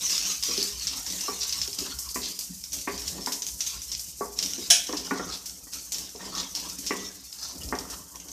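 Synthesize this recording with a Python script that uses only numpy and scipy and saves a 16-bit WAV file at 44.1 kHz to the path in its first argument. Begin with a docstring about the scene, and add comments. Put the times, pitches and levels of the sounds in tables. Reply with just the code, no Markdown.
"""Boiled potatoes fry in ghee in a small kitchen. From the start the fat fizzes, and it spits and
flares as wet sides meet the hot metal, while a wooden spatula pushes the potatoes round with a wet
rasp, scraping the base and knocking dully on the wall. At 4.7 s the wood clacks hard on the rim.
The stirring goes on over calmer fat; near 7.7 s the pan rumbles on its stand, a last knock leaves
the iron ringing faintly, and the final pushes are soft."""
import sys
import numpy as np
from scipy import signal
from scipy.fft import rfft, irfft, next_fast_len
from scipy.io import wavfile
from scipy.ndimage import uniform_filter1d, map_coordinates

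SR = 44100
rng = np.random.default_rng(int(sys.argv[2]) if len(sys.argv) > 2 else 0)


def master_out(mix):
    """Clip the mix to full scale and print it as 16-bit PCM to the path in sys.argv[1]."""
    frames = np.transpose(np.atleast_2d(mix))
    ceiling = np.clip(frames, -1, 1)
    pcm = np.round(ceiling * 32767).astype(np.int16)
    wavfile.write(sys.argv[1], SR, pcm)


N = 366905
T = np.arange(SR // 3) / SR  # time within one event

# Table levels are relative: each layer adds its own trim.
# The room's decay. Each row: frequency in Hz, time to fall by 60 dB in seconds.
ROOM_DECAY = [(200, 0.57), (1000, 0.68), (4000, 0.62), (12000, 0.16)]
# The pan shifting on its stand. Each row: time in seconds, rumble level in dB.
RUMBLE_LEVELS = [(0, -52.5), (.6, -58), (.85, -48.5), (1.3, -56.5), (1.55, -50), (2.3, -55.5), (2.42, -64),
                 (2.5, -55), (2.9, -54.5), (3.02, -43), (3.35, -57), (3.87, -48.5), (4.1, -54),
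                 (5.6, -56.5), (6.4, -55), (7.52, -57), (7.67, -35.5), (7.95, -52.5), (8.32, -55)]
# The fat calming as the potatoes dry. Each row: time in seconds, fizz level in dB.
FIZZ_LEVELS = [(0.0, -41.5), (0.9, -46), (1.25, -43), (1.88, -45), (2.01, -45.5), (2.64, -47), (3.47, -46),
               (4.1, -46.5), (4.84, -46.5), (5.21, -53), (5.93, -46.5), (6.07, -53), (6.79, -46),
               (7.16, -52.5), (7.53, -48), (8.32, -52)]

# EQ curves. Each row: frequency in Hz, gain in dB.
STOVE_EQ = [(20, -29), (36, -39), (50, -4), (62, 3.5), (76, -8), (100, -10), (130, -14), (200, -16.5),
            (500, -73)]  # deep rumble under the pan
TUMBLE_EQ = [(90, -30), (140, -16.5), (187, 4.5), (228, -20), (266, 2.5), (330, -7), (410, -10), (600, -12),
             (1000, -22), (2000, -44)]  # soft bumps of potatoes
FIZZ_EQ = [(1200, -21), (3000, -42), (4500, -5.5), (6000, 3), (7000, 1.5), (8500, -1.5), (11000, -6),
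           (12500, -4.5), (14000, -3)]  # fine steam bubbles
SIZZLE_EQ = [(700, -24), (1500, -18.5), (2400, -9.5), (3200, -5.5), (4400, -2.5), (5500, -2), (6600, -2),
             (7600, -6.5), (9000, -14), (11000, -21), (14000, -17.5)]  # coarse, wet pops
SCRAPE_EQ = [(250, -9.5), (450, -7), (650, -2), (950, 6), (1140, 3.5), (1300, 5.5), (1900, -0.5),
             (2400, -1.5), (3100, 3), (4200, -14), (6000, 6), (10000, -31)]  # wood dragged over metal
THUD_EQ = [(100, -37), (200, -1.5), (420, 5.5), (620, -3.5), (1000, 3), (1400, -9), (1900, 0), (2600, -0.5),
           (5000, -15.5)]  # wood in a dull knock
CRACK_EQ = [(290, -68), (500, -25), (720, -18), (1160, -31.5), (1670, -12), (1970, -21), (2470, -8.5),
            (2840, -12), (3090, -4), (4570, -13), (5560, -0.5), (7560, -11), (9870, -11.5), (12000, -26),
            (14200, -18.5)]  # wood in a hard hit

# Ringing metal. Each row: frequency in Hz, level in dB, time to fall by 60 dB in seconds.
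PAN_MODES = [(194, -13, 0.7), (261, -2, 0.27), (377.3, -12, 0.29), (412, -6.5, 0.33), (485, -14.5, 0.45),
             (716, -12, 0.38), (993, -18, 0.12), (988, -1.5, 0.016), (1147.5, 2.5, 0.13),
             (1422, -3.5, 0.051), (1640, -16, 0.021), (1829, -1, 0.059), (1860, 1, 0.078),
             (2156, -1, 0.052)]  # the body on its stand
RIM_MODES = [(704, -10, .2), (1630, -9, .2), (3004, -4, .17), (3213, -5, .17), (3920, -6, .15),
             (4010, -6, .15), (5090, -1, .17), (5330, -2, .15), (5465, 1, .2), (5580, 0, .15),
             (5985, -2, .15), (6177, -2, .17), (6410, 0, .17), (6548, -1, .17), (8909, -11, .15),
             (9517, -10, .15)]  # the bright rim

# Spatula pushes. Each row: start and length in seconds, rasp, scrape and rolling levels in dB,
# pitch of the rasp in Hz.
PUSHES = [(0.0, 0.33, -26.5, -49.5, -52.5, 5670), (0.423, 0.26, -28, -47.5, -53.5, 5350),
          (0.801, 0.19, -36, -51, -55, 5300), (1.047, 0.32, -35, -47.5, -55.5, 6070),
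          (1.395, .24, -32.5, -48, -63, 5330), (1.763, 0.14, -36.5, -49.5, -51.5, 5460),
          (2.22, .1, -35, -68, -55.5, 4720), (2.71, 0.22, -41.5, -64, -53.5, 5840),
          (2.92, 0.43, -38.5, -58.5, -48, 5770), (3.582, 0.19, -35.5, -57.5, -63.5, 5770),
          (3.887, 0.049, -38, -66, -63, 5380), (4.358, 0.38, -35.5, -53, -51, 5760),
          (4.873, 0.46, -39, -47, -48, 5250), (5.712, 0.074, -39, -55.5, -56.5, 5800),
          (5.906, 0.14, -37.5, -50, -55, 5680), (6.192, 0.25, -37.5, -44.5, -46, 5450),
          (6.54, 0.13, -34, -55, -52.5, 5170), (6.82, 0.25, -39, -54, -52, 5720),
          (7.42, 0.15, -46.5, -57, -57, 4850), (7.586, 0.41, -54, -51, -50.5, 5470),
          (8.13, 0.31, -54, -56.5, -56.5, 6200)]
# What coasts on after a push. The three values: rasp, scrape and rolling in dB against the push.
COASTING_DB = [-9, -10, -7.5]
# Quick swipes of the edge. Each row: peak time in seconds, level in dB, swell and fade time constant
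# in seconds, pitch in Hz, low rub in dB against the swish.
EDGE_SWIPES = [(.94, -41, 0.015, 2900, -9.5), (1.119, -44.5, .033, 4050, -24),
               (1.436, -32, 0.016, 4770, -24), (1.866, -37, 0.0076, 3180, -1),
               (2.253, -35.5, 0.023, 4620, -29), (5.339, -31.5, .012, 4100, -21),
               (6.391, -32.5, 0.017, 3770, -7.5), (7.46, -40, 0.048, 5000, -9),
               (7.93, -45.5, 0.021, 3240, 1)]
# Dull blows on the pan. Each row: start in seconds, level in dB, treble cut-off in Hz,
# low thump gain in dB, pitch of the tap in Hz.
WALL_KNOCKS = [(.486, -36.5, 643, 3, 476), (.579, -29.5, 720, 9.5, 405), (.6, -39, 495, 19, 307),
               (1.2821, -26.5, 1380, -4.5, 1152), (1.679, -40.5, 1010, 0, 409), (1.817, -38, 1140, 22, 382),
               (2.158, -28, 2630, 2, 1006), (2.493, -36.5, 244, 16, 172), (2.874, -24.5, 2320, -1.5, 1130),
               (3.181, -38.5, 1400, 1, 990), (3.272, -27, 1820, -5, 983), (4.2087, -24.5, 1360, -5, 1131),
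               (4.581, -35.5, 713, 2, 342), (4.892, -29.5, 1750, 7, 500), (4.93, -28, 1600, 2, 300),
               (5.109, -23, 2040, -5, 1455), (5.115, -25.5, 390, 7, 269), (5.154, -31.5, 1610, -2, 270),
               (5.195, -27.5, 1750, 2, 1380), (5.669, -51, 2100, -3, 1920), (6.15, -39.5, 820, -8, 454),
               (6.784, -40.5, 500, 18, 272), (6.907, -21.5, 2980, 2.5, 1955),
               (7.7248, -23, 1770, -4.5, 414)]
# The spatula chattering on the rim. Each row: start in seconds, level in dB.
RIM_HITS = [(4.7018, -10), (4.7072, -7), (4.7145, -17), (4.7285, -39), (4.7392, -18)]
# Wet spots meeting hot fat. Each row: start in seconds, snap, sputter and flare levels in dB.
BIG_SPITS = [(.0961, -23, -29.5, -48), (.1788, -18, -31.5, -58), (.426, -25, -30, -51),
             (.4358, -18, -35, -40), (.5773, -22, -29.5, -49), (.6275, -18, -43, -38.5),
             (.8702, -17.5, -27.5, -58), (1.1014, -26, -43, -44.5), (1.2084, -31, -30.5, -43),
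             (1.5252, -20, -29, -52), (1.6158, -16.5, -29, -59), (1.7879, -23, -33, -41),
             (1.9879, -26, -49, -38.5), (2.144, -38, -41, -37.5), (2.3903, -28, -41, -38),
             (2.7306, -28, -33.5, -38), (3.079, -23, -32.5, -42), (3.261, -20.5, -37, -43),
             (3.321, -28, -29, -40), (3.4207, -26, -30.5, -52), (3.4664, -23.5, -36, -41.5),
             (3.6066, -20, -29, -45), (3.664, -28, -28.5, -42), (3.917, -26, -32, -64),
             (3.9502, -24, -40, -59), (3.9948, -27, -40, -41), (4.389, -16, -28.5, -52),
             (4.4267, -32, -26, -41.5), (4.461, -21, -36, -50), (4.5348, -20.5, -43, -61),
             (4.9265, -25, -41, -64), (4.9685, -38, -30, -50), (5.458, -38, -37, -44),
             (5.7344, -34, -36.5, -43.5), (5.9199, -35, -32, -39.5), (5.9446, -24, -34, -60),
             (5.9837, -24.5, -40, -44), (6.3508, -27, -40, -51), (6.551, -25, -32, -46),
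             (6.7865, -41, -45, -43), (6.865, -31, -28.5, -46), (7.634, -38, -44, -47),
             (7.7875, -24.5, -37, -46.5), (7.9, -42, -40, -44)]

PUSH_ATTACK_S, PUSH_T60_S, COAST_T60_S = 0.023, 0.37, 3.7
SPIT_PITCH_SCATTER = 0.043  # share of the rasp's pitch
SMALL_SPITS_PER_S = 5
SMALL_SNAP_DB, SMALL_SPUTTER_DB, SMALL_FLARE_DB = 17.5, 6, -6  # added to FIZZ_LEVELS
TOP_HZ = 14350


def amp(db):
    """Decibels to gain."""
    return 10 ** (np.asarray(db) / 20)


def unit(x):
    """Scale to rms 1."""
    return x / np.sqrt(np.mean(x ** 2) + 1e-20)


def crest(x, size=176):
    """Scale so that the loudest stretch of size samples has rms 1."""
    return x / np.sqrt(uniform_filter1d(x ** 2, size).max())


def along(points, hz):
    """Read (Hz, value) points on a log frequency axis."""
    freqs, values = np.transpose(points)
    return np.interp(np.log(hz + 1), np.log(freqs + 1), values)


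def automation(points):
    """Join (seconds, value) points into one value per sample."""
    return np.interp(np.arange(N) / SR, *np.transpose(points))


def wobble(rate, n=N):
    """A smooth random curve, rate knots a second."""
    knots = rng.standard_normal(int(n * rate / SR) + 4)
    return map_coordinates(knots, [np.arange(n) * rate / SR])


def fade(t60):
    """Exponential decay over one event, 60 dB down after t60 seconds."""
    return amp(-60 * T / t60)


def colour(x, points):
    """Causal (minimum-phase) EQ through the (Hz, dB) points."""
    m = 2 * next_fast_len(len(x) // 2 + 1024)
    gain = amp(along(points, np.fft.rfftfreq(m, 1 / SR)))
    cepstrum = irfft(np.log(gain))
    cepstrum[1:m // 2] *= 2
    cepstrum[m // 2 + 1:] = 0
    return irfft(rfft(x, m) * np.exp(rfft(cepstrum)))[:len(x)]


def resonate(x, hz, q):
    """One resonance of gain 1 at its centre."""
    return signal.lfilter(*signal.iirpeak(hz, q, fs=SR), x)


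def sweep(x, centre, octaves, boost_db):
    """A bell boost that follows the (seconds, Hz) points of centre."""
    hz, t, spectrum = signal.stft(x, SR, nperseg=512)
    offset = np.log2((hz[:, None] + 1) / np.interp(t, *np.transpose(centre))) / octaves
    bell = amp(boost_db / (1 + offset ** 2))
    return signal.istft(spectrum * bell, nperseg=512)[1][:len(x)]


def patchy(x, patch_db, size=5):
    """Contact points come and go, each favouring its own narrow band for a moment."""
    spectrum = signal.stft(x, nperseg=512)[2]
    bands = uniform_filter1d(rng.standard_normal(spectrum.shape), size // 2 + 1, axis=0)
    patches = unit(uniform_filter1d(bands, size * 2, axis=1))
    return unit(signal.istft(spectrum * amp(patch_db * patches), nperseg=512)[1][:len(x)])


def grains(n, rate, spread_db):
    """Tiny clicks of log-normal size, about rate a second."""
    clicks = (rng.random(n) < rate / SR) * rng.choice([-1, 1], n)
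    sizes = amp(spread_db * np.minimum(rng.standard_normal(n), 2.6))
    return unit(clicks * sizes)


def ring(modes, scatter_db):
    """Damped modes, struck at slightly new strengths each time."""
    out = np.zeros(len(T))
    for hz, db, t60 in modes:
        strength = amp(db + scatter_db * rng.standard_normal()) * rng.choice([-1, 1])
        out += strength * fade(t60) * np.sin(2 * np.pi * hz * T)
    return out


def in_pan(x, modes, ring_db):
    """Part of a contact sound goes through the metal's modes."""
    ringing = signal.fftconvolve(x, ring(modes, scatter_db=3))[:len(x)]
    return unit(unit(x) + amp(ring_db) * unit(ringing))


def add(track, s, sound):
    """Mix a sound into the track at s seconds."""
    start = max(round(s * SR), 0)
    track[start:start + len(sound)] += sound[:N - start]


def kitchen(x):
    """The tiled walls answer after 6 ms and die away quickly, the top end first."""
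    hz, t, noise = signal.stft(rng.standard_normal(len(T)), SR, nperseg=256)
    decay = amp(-60 * t / along(ROOM_DECAY, hz)[:, None])
    tail = signal.istft(noise * decay, SR, nperseg=256)[1]
    delayed = np.pad(x, (round(.006 * SR), 0))
    return signal.fftconvolve(delayed, tail / np.linalg.norm(tail))[:N]


def stand_ring(hz=905, db=-58, t60=3):
    """The last knock leaves the iron stand ringing faintly and unsteadily."""
    age = np.maximum(np.arange(N) / SR - WALL_KNOCKS[-1][0], 0)
    envelope = amp(db - 60 * age / t60) * (age > 0)
    return envelope * np.sin(2 * np.pi * hz * age + wobble(6.7))


def rolling(gain):
    """The low end: tumbling potatoes bump on the base and the stove rumbles beneath the pan."""
    bumps = grains(N, rate=900, spread_db=3) * amp(3 * wobble(16))
    tumble = unit(colour(bumps, TUMBLE_EQ))
    stove = unit(colour(rng.standard_normal(N), STOVE_EQ) * amp(2.8 * wobble(22)))
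    return amp(1.0) * gain * tumble + amp(automation(RUMBLE_LEVELS) - 0.5) * stove


def frying():
    """The bed of fizz: tiny steam bubbles burst in clumps all over the hot fat."""
    bursts = grains(N, rate=9300, spread_db=-3.0) * amp(2.44 * wobble(70))
    level_db = automation(FIZZ_LEVELS) + 5.0 + 0.56 * wobble(17)
    return amp(level_db) * unit(colour(bursts, FIZZ_EQ))


def push_envelopes():
    """Rasp, scrape and rolling gains: each push speeds up, holds and lets go; the potatoes coast on."""
    t, power = np.arange(N) / SR, np.zeros((3, N))
    for s, length, *levels_db, _ in PUSHES:
        attack = np.clip((t - s) / PUSH_ATTACK_S, 0, 1)
        after = np.maximum(t - s - length, 0)
        coast = np.outer(amp(COASTING_DB), amp(-60 * after / COAST_T60_S))
        release = np.maximum(amp(-60 * after / PUSH_T60_S), coast)
        power += (amp(levels_db)[:, None] * attack * release) ** 2
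    return np.sqrt(power)


def contact_pitch(s):
    """Each push sets the pitch at which the fat rasps and spits: Hz at s seconds."""
    midpoints = [(start + length / 2, hz) for start, length, *_, hz in PUSHES]
    return np.interp(s, *np.transpose(midpoints))


def scraping(gain):
    """Wood catches and slips on the base, lightly ringing the pan."""
    slips = grains(N, rate=3000, spread_db=3.5) * amp(2.5 * wobble(45))
    rub = in_pan(colour(slips, SCRAPE_EQ), PAN_MODES, ring_db=-9)
    return gain * patchy(rub, patch_db=6.5)


def swipes():
    """The spatula's edge speeds up and slows down: a swelling swish over a lower rub of the pan."""
    out = np.zeros(N)
    middle = T[-1] / 2
    for s, db, swell_s, hz, rub_db in EDGE_SWIPES:
        slips = grains(len(T), rate=5000, spread_db=3) * amp(2.5 * wobble(150, len(T)))
        swish = colour(slips, SIZZLE_EQ)
        swish = unit(swish + amp(7) * resonate(swish, hz, q=3.1))
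        rub = in_pan(colour(slips, SCRAPE_EQ), PAN_MODES, ring_db=-18)
        speed = np.exp(0.65 - np.hypot((T - middle) / swell_s, .7))  # a rounded peak
        swipe = speed * patchy(swish + amp(rub_db) * rub, patch_db=2.5)
        add(out, s - middle, amp(db + 4.0) * swipe)
    return out


def wet_rasp(gain, wander=0.1, wander_per_s=14):
    """Potatoes stick and slip on the greasy metal; the pitch strays as the contact shifts."""
    slips = grains(N, rate=7000, spread_db=4) * amp(1.8 * wobble(80))
    rasp = in_pan(colour(slips, SIZZLE_EQ), RIM_MODES, ring_db=-15)
    t = np.arange(N) / SR
    hz = contact_pitch(t) * np.exp(wander * wobble(wander_per_s))
    rasp = sweep(rasp, np.column_stack([t, hz]), octaves=.09, boost_db=9)
    return amp(-3.0) * gain * patchy(rasp, patch_db=3.8, size=4)


def knocks():
    """Each blow rings the pan and thuds in the wood at its own pitch; a softer contact is duller."""
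    out = np.zeros(N)
    dying = fade(0.13) + amp(-11) * fade(0.36)
    for s, db, contact_hz, thump_db, tap_hz in WALL_KNOCKS:
        metal = crest(ring(PAN_MODES, scatter_db=2), size=700)
        thud = crest(colour(rng.standard_normal(len(T)) * dying, THUD_EQ), size=700)
        tap = np.sin(2 * np.pi * tap_hz * T) * fade(0.14)
        blow = metal + amp(2.5) * thud + amp(3.0) * tap
        # a small pan radiates little deep bass
        blow = colour(blow, [(70, -16.0), (190, thump_db), (300, thump_db), (800, -2.0)])
        blow = signal.sosfilt(signal.butter(5, contact_hz, fs=SR, output="sos"), blow)
        add(out, s, amp(db - 2.5) * crest(blow, size=700))
    return out


def rim_clack():
    """Hard wood chatters on the rim: sharp cracks with a brief metallic ring."""
    out = np.zeros(N)
    dying = fade(0.014) + amp(1.5) * fade(0.27)
    for s, db in RIM_HITS:
        crack = crest(colour(rng.standard_normal(len(T)) * dying, CRACK_EQ))
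        metal = crest(ring(RIM_MODES, scatter_db=1))
        add(out, s, amp(db - 4.0) * (crack + amp(-6.5) * metal))
    return out


def small_spits():
    """Lesser spits come at random moments, as strong as the fat is lively."""
    times = np.flatnonzero(rng.random(N) < SMALL_SPITS_PER_S / SR) / SR
    fizz_db = np.interp(times, *np.transpose(FIZZ_LEVELS))
    return spits([(s, db + SMALL_SNAP_DB, db + SMALL_SPUTTER_DB, db + SMALL_FLARE_DB)
                  for s, db in zip(times, fizz_db)])


def spits(rows):
    """A wet spot snaps as it meets the fat, sputters near the same pitch and boils off as fizz."""
    out = np.zeros(N)
    click = signal.unit_impulse(256)
    coarse_pop, fine_pop = colour(click, SIZZLE_EQ), colour(click, FIZZ_EQ)
    ping_shape = fade(0.0095) * (1 - fade(0.0015))
    flare_shape = fade(0.35) + amp(-12) * fade(0.034)
    play = lambda bursts, pop: signal.oaconvolve(bursts, pop)[:len(T)]
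    for s, snap_db, sputter_db, flare_db in rows:
        hz = contact_pitch(s) * np.exp(SPIT_PITCH_SCATTER * rng.standard_normal())
        ping = crest(np.sin(2 * np.pi * hz * T) * ping_shape, size=66)
        crack = crest(play(rng.standard_normal(len(T)) * fade(0.014), coarse_pop), size=66)
        snap = crest(ping + amp(-6.0) * crack, size=66)
        sputter = play(grains(len(T), rate=4000, spread_db=2.0) * fade(0.17), coarse_pop)
        sputter = crest(sputter + amp(8) * resonate(sputter, hz, q=10), size=1000)
        bubbles = grains(len(T), rate=9000, spread_db=4.0) * flare_shape
        flare = crest(play(bubbles, fine_pop), size=1000)
        spit = amp(snap_db - 0.5) * snap + amp(sputter_db + 0.13) * sputter + amp(flare_db + 8) * flare
        add(out, s, spit)
    return out


def scene():
    """Frying and stirring up close, the room behind, and a dry low end underneath."""
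    rasp_gain, scrape_gain, roll_gain = push_envelopes()
    hits = spits(BIG_SPITS) + knocks() + rim_clack()
    textures = frying() + wet_rasp(rasp_gain) + scraping(scrape_gain) + swipes()
    low_end = rolling(roll_gain) + stand_ring()
    close = hits + textures + small_spits()
    return (close + amp(-13.5) * kitchen(close) + low_end)[None]


def record(dry):
    """A brick-wall low-pass takes off the air above TOP_HZ."""
    m = next_fast_len(N + SR // 2)
    passband = np.fft.rfftfreq(m, 1 / SR) < TOP_HZ
    return irfft(rfft(dry, m) * passband, m)[..., :N]


dry = scene()
out = record(dry)
master_out(out)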